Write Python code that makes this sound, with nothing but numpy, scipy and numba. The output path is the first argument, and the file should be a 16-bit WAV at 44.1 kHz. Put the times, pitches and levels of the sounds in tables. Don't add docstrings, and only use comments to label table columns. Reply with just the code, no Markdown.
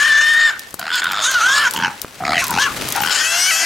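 import sys
import numpy as np
from scipy import signal
from scipy.io import wavfile
from scipy.ndimage import uniform_filter1d
from numba import njit

SR = 44100
rng = np.random.default_rng(int(sys.argv[2]) if len(sys.argv) > 2 else 0)


def transcribe(u):
    v = np.clip(np.atleast_2d(u).T, -1, 1)
    q = np.round(v * 32767).astype(np.int16)
    wavfile.write(sys.argv[1], SR, q)


N = 160965


def undb(db):
    return 10 ** (np.asarray(db) / 20)


@njit
def svf(x, hz, width):
    y, band_state, low_state = np.empty(len(x)), 0., 0.
    for i in range(len(x)):
        g, k = np.tan(np.pi * hz[i] / SR), width / hz[i]
        v = (band_state + g * (x[i] - low_state)) / (1 + g * (g + k))
        band_state, low_state, y[i] = 2 * v - band_state, low_state + 2 * g * v, k * v
    return y


def band(x, hz, width):
    hz = hz + np.zeros(N)
    once = svf(x, hz, 1. * width)
    return svf(once, hz, 1. 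* width) / np.sqrt(np.pi * width / SR / 2)


def walk(rate):
    hold = int(SR / rate)
    steps = np.repeat(rng.standard_normal(N // hold + 1), hold)
    return 1.3 * uniform_filter1d(uniform_filter1d(steps, hold), hold)[:N]


def curves(tables, fade_s=0.0052):
    t, rows = np.arange(N) / SR, np.vstack(tables)
    on = sum((t >= a[0][0]) & (t <= a[-1][0]) for a in tables)
    columns = [np.interp(t, rows[:, 0], c) for c in rows.T[1:]]
    return uniform_filter1d(1. * on, int(fade_s * SR)), columns


def decay(length_s, t60_s):
    return 10 ** (-3 * np.arange(int(length_s * SR)) / SR / t60_s)


def wood_tail(hog, t60_s=.7, level_db=-22):
    onset = np.minimum(np.arange(SR) / (0.0079 * SR), 1)
    tail = rng.standard_normal((2, SR)) * decay(1, t60_s) * onset
    tail = signal.lfilter([1], [1, -.6], tail)
    tail = tail / np.sqrt(np.mean(np.sum(tail ** 2, axis=1)))
    return undb(level_db) * signal.fftconvolve(hog[None], tail, axes=1)[:, :N]


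# start_s, rustle_db, thud_db, left_minus_right_db
BRUSH_STIR = [(0, -47, -43, 5.5), (.9, -48.5, -44, 0), (1.6, -37.5, -39, 0.5), (1.95, -45.5, -44.5, 0),
              (2.3, -43.5, -35, 0.5), (2.85, -32.5, -30, 6.5), (3.1, -32.5, -40.5, 7.5), (3.3, -42, -44, 5)]
# freq_hz, density_db (per Hz)
RUSTLE_COLOUR = [(35, -52), (60, -4), (500, -5.5), (682, -13.5), (1780, -6.5), (16000, -23)]


def brush():
    _, (rustle_db, thud_db, _) = curves([BRUSH_STIR])
    colour_hz, colour_db = np.array(RUSTLE_COLOUR).T
    grains = (rng.random(N) < 250 / SR) * undb(3 * rng.exponential(size=N).clip(0, 3))
    bursts = signal.fftconvolve(grains ** 2, decay(.01, 0.0063))[:N].clip(0)
    grit = np.sqrt(1 + 1.8 * bursts)
    out = 0
    for hz in 45 * 2 ** np.arange(0, 8.5, .7):
        texture = grit if hz > 600 else 1
        mid, side = (band(rng.standard_normal(N) * texture, hz, hz * 1.9) for _ in range(2))
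        tilt = np.interp(np.log(hz), np.log(colour_hz), colour_db) + 10 * np.log10(hz / 8000)
        db = tilt + 14 + rustle_db if hz > 400 else tilt + 12 + thud_db + 3 * walk(27)
        centre = mid * np.array([[1.2], [.85]])
        spread = (.3 + hz / 30000) * side * np.array([[1], [-1]])
        out = out + undb(db + 1.5 * walk(15)) * (centre + spread)
    return out


# start_s, level_db (of each of two tones)
WOOD_KNOCKS = [(0.7423, -14), (2.047, -11)]


def knocks():
    out, t = np.zeros(N + SR), np.arange(int(.2 * SR)) / SR
    tones = np.sin(2 * np.pi * 500 * t) + np.sin(2 * np.pi * 1200 * t)
    for start_s, level_db in WOOD_KNOCKS:
        i = int(start_s * SR)
        out[i:i + len(t)] += undb(level_db) * decay(.2, 0.0054) * tones
    return out[:N]


def tag(start_s=3.0165, pitch_hz=14447, level_db=-14, t60_s=.12):
    out, t = np.zeros(N + SR), np.arange(int(.2 * SR)) / SR
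    i = int(start_s * SR)
    out[i:i + len(t)] += undb(level_db) * decay(.2, t60_s) * np.sin(2 * np.pi * pitch_hz * t)
    return out[:N]


# start_s, peak_db (before each is placed left or right)
TWIG_SNAPS = [(0.5939, -8.5), (0.7072, -21.5), (0.742, -9), (0.7943, -7.5), (0.9557, -9), (1.042, -8),
              (1.1185, -7.5), (1.314, -5.5), (1.7097, -5.5), (1.7369, -6), (1.7475, -14), (1.7705, -13),
              (1.79, -20), (2.0166, -3), (2.4414, 0), (2.4679, -5), (2.481, -5), (2.5075, -2),
              (2.8873, -6.5), (2.9037, -10), (2.9233, -1), (2.9622, -3)]


def twigs():
    out = np.zeros((2, N + SR))
    env = decay(.03, 0.0098) + 0.097 * decay(.03, 0.11)
    for (start_s, peak_db), (colour, place) in zip(TWIG_SNAPS, rng.random((len(TWIG_SNAPS), 2))):
        shared = rng.standard_normal(len(env))
        crack = (shared + 0.26 * rng.standard_normal((2, len(env)))) * env
        b, a = signal.butter(2, [2500 + 2500 * colour, 15000], "band", fs=SR)
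        crack = signal.lfilter(b, a, crack)
        side_gain = undb(np.array([[1], [-1]]) * (8.1 * place - 3.5))
        i = int(start_s * SR)
        out[:, i:i + len(env)] += undb(peak_db) * crack / abs(crack).max() * side_gain
    return out[:, :N]


# start_s, pitch_hz, level_db (added to the colour below)
SQUEAL_LINE = [(3.12, 571, -37), (3.3, 660.6, -27.5), (3.45, 737, -27.5), (3.505, 761, -25),
               (3.515, 644.4, -25), (3.65, 669.5, -29)]
# freq_hz, level_db
SQUEAL_TONE = [(600, -8.5), (2000, 3.5), (3000, 4), (3900, -6), (4900, 6), (7500, -1), (13000, -10)]


def squeal(halves_s=3.56, halves_db=-9):
    on, (hz, level_db) = curves([SQUEAL_LINE])
    phase = 2 * np.pi * np.cumsum(hz * (1 + 0.0062 * walk(400))) / SR
    colour_hz, colour_db = np.array(SQUEAL_TONE).T
    stack = 0
    for k in range(1, 20):
        swell_db = np.interp(np.log(k * hz), np.log(colour_hz), colour_db) + 4.5 * walk(25)
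        smear = .13 * k * walk(300) + .007 * k * k * walk(500)
        stack = stack + undb(swell_db) * np.sin(k * phase + smear)
    halves = undb(halves_db) * np.clip((np.arange(N) / SR - halves_s) * 20, 0, 1)
    return on * undb(level_db) * stack * (1 + 2 * halves * np.cos(phase / 2))


# start_s, pitch_hz, level_db (rms of the lowest tone, before flutter)
WHISTLE_LINES = [
    [(0, 1700, -12.5), (.07, 1818, -13), (.14, 1742, -10.5), (.3, 1830, -9.5), (.47, 1821, -10),
     (.5, 1735, -11.5)],
    [(.92, 1450, -18.5), (.955, 1514, -15), (.995, 1330, -30)],
    [(1.22, 1297, -23), (1.29, 1573, -16), (1.32, 1578, -29), (1.35, 1500, -12.5), (1.42, 1270, -16.5),
     (1.45, 1457, -8.5), (1.55, 1698, -16), (1.63, 1772, -16.5), (1.68, 1400, -18)],
    [(2.585, 1480, -14), (2.635, 1760, -18.5), (2.665, 1665, -15), (2.69, 1239, -25)],
]
OVERTONE_LEVELS = 0, -17, -24


def whistle():
    on, (hz, level_db) = curves(WHISTLE_LINES)
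    tremble = 0.01101 * walk(300) + 0.00503 * walk(40.34)
    phase = 2 * np.pi * np.cumsum(hz * (1 + tremble)) / SR
    tone = sum(undb(db + k * 3 * walk(12)) * np.sin((k + 1) * phase + .9 * k * walk(250))
               for k, db in enumerate(OVERTONE_LEVELS))
    return on * np.sqrt(2) * undb(level_db + 1.5 * walk(250)) * tone


# start_s (first pulse), end_s, start_rate_hz, end_rate_hz, pulsed_share (0-1)
CREAK_STRETCHES = [(0.8134, 0.927, 72.5, 87, 0.81), (1.019, 1.216, 79.7, 110, 0.87),
                   (1.7618, 1.9, 77, 97, 0.92), (2.221, 2.386, 66, 87, 0.82), (2.513, 2.592, 78, 90, 0.8),
                   (3.004, 3.109, 60.5, 99, 0.92)]


def creak_claps():
    t, claps, share = np.arange(N) / SR, np.zeros(N), np.zeros(N)
    for start, end, rate0, rate1, part in CREAK_STRETCHES:
        dt = np.clip(t - start, 0, end - start)
        glide = (rate1 - rate0) * dt ** 2 / (end - start) / 2
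        turn = np.floor(rate0 * dt + glide + 0.021 * walk(60) + 1)
        hit = np.diff(np.maximum.accumulate(turn * (t >= start)), prepend=0) > 0
        claps += hit * undb(1.5 * rng.standard_normal(N)) * np.sqrt(2 * SR / (rate0 + rate1))
        share += np.clip(part, 0, 1) * (t > start - .01) * (t < end)
    return claps, uniform_filter1d(share, size=500)


def folds(puff_s=.0014, puff_db=-1, beat_share=.6):
    claps, share = creak_claps()
    rise = np.arange(int(8 * puff_s * SR)) / (puff_s * SR)
    shape = rise * np.exp(-rise)
    puff = signal.fftconvolve(claps, shape / np.sqrt(np.sum(shape ** 2)))[:N]
    on, (hz, _) = curves(WHISTLE_LINES)
    cycles = np.cumsum(hz / 3 * (1 + .012 * walk(200))) / SR
    beats = np.diff(np.floor(cycles), prepend=0) * np.sqrt(3 * SR / hz)
    air = rng.standard_normal(N) * (1 - on * beat_share / 2) + on * beat_share * beats
    pulsed = 0.41 * claps + undb(puff_db) * puff * air
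    steady = air * undb(2.0 * walk(150))
    return share * pulsed + (1 - share) * steady, share, puff


# start_s, low_db, mid_db, treble_db (resonance drive; treble is later cut 3 dB)
CRY_LEVELS = [
    [(0, -26.5, -22, -22.5), (.49, -67, -23.5, -27.5), (.6, -53, -43, -75)],
    [(.79, -32, -33.5, -37), (.91, -41.5, -27, -24.5), (1.0, -39, -21.5, -23.5), (1.09, -34.5, -24, -27),
     (1.23, -38.5, -23.5, -20.5), (1.42, -35, -23.5, -26.5), (1.52, -23, -23.5, -19.5),
     (1.67, -29, -16.5, -21.5), (1.7, -32, -33.5, -44)],
    [(1.74, -21.5, -40, -44), (1.765, -20.5, -25, -18), (1.795, -21.5, -29, -34), (1.85, -21.5, -18, -19),
     (1.95, -38, -49, -72)],
    [(2.205, -22.5, -35, -75), (2.25, -19.5, -29.5, -22), (2.4, -24.5, -18, -19), (2.485, -29, -46, -39.5)],
    [(2.495, -18.5, -33, -34), (2.55, -17.5, -29.5, -18.5), (2.64, -21.5, -22.5, -19),
     (2.73, -27.5, -36, -50.5)],
    [(2.955, -18, -25.5, -46), (3.02, -24, -28, -23.5), (3.12, -38, -23.5, -19.5),
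     (3.25, -46, -27.5, -26.5), (3.65, -34.5, -28, -25.5)],
]
# start_s, low_hz, mid_hz, upper_hz
THROAT_SHAPE = [(0, 1082, 1620, 3200), (.85, 660, 1464, 3060), (1.0, 1170, 1547, 3400),
                (1.2, 590, 1296, 3750), (1.45, 636.7, 1460, 3220), (1.5, 1012, 1290, 3350),
                (1.75, 922, 1560, 3160), (2.2, 720, 1321, 2370), (2.335, 704, 1260, 2110),
                (2.345, 710, 2000, 2930), (2.415, 688, 2000, 2900), (2.42, 1080, 1500, 2670),
                (2.58, 816, 1356, 2540), (2.61, 1040, 1660, 3460), (2.7, 1120, 1300, 2398),
                (2.96, 827, 1459, 3200),  (3.65, 722, 1600, 3130)]
THROAT_WIDTHS = 130, 300, 600
# freq_hz, width_hz, level_db
TREBLE_ROW = [(4356, 2180, 1), (5420, 600, -4), (6530, 1250, 0.5), (8530, 3100, -9), (11430, 7200, -9)]


def throat(waver_db=3.5, waver_share=.04, chest_hz=188, chest_db=-6.5):
    on, (low_db, mid_db, treble_db) = curves(CRY_LEVELS)
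    low_hz, mid_hz, upper_hz = curves([THROAT_SHAPE])[1]
    low_width, mid_width, upper_width = THROAT_WIDTHS
    x, share, puff = folds()
    upper_hz = upper_hz * (1 + waver_share * walk(30.08))
    treble = undb(waver_db * walk(25.01)) * band(x, upper_hz, upper_width)
    for k, (hz, width, db) in enumerate(TREBLE_ROW):
        dulling_db = 3.78 * (k + 1.5) * share
        gain = (-1) ** k * undb(db + waver_db * walk(24.99) - dulling_db)
        treble = treble + gain * band(x, hz * (1 + waver_share * walk(10)), width)
    lows = band(x, low_hz, low_width) + undb(chest_db) * share * band(x, chest_hz, 230)
    mids = band(x, mid_hz, mid_width) + undb(-0.5) * band(x, mid_hz, 1590)
    mids = mids + 1.2 * share * puff * np.sin(2 * np.pi * np.cumsum(mid_hz) / SR)
    return on * (undb(low_db) * lows - undb(mid_db) * mids + undb(treble_db - 3) * treble)


def scene():
    pan_db = curves([BRUSH_STIR])[1][2]
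    hog = throat() + whistle() + squeal()
    placed_hog = hog * undb(np.array([pan_db, -pan_db]) / 2)
    return placed_hog + wood_tail(hog) + twigs() + knocks() + tag() + brush()


def record(dry, top_hz=15800):
    rounded = np.tanh(1.038 * dry) / 1.288
    return signal.sosfilt(signal.ellip(8, .2, 70, top_hz, fs=SR, output="sos"), rounded)


dry = scene()
out = record(dry)
transcribe(out)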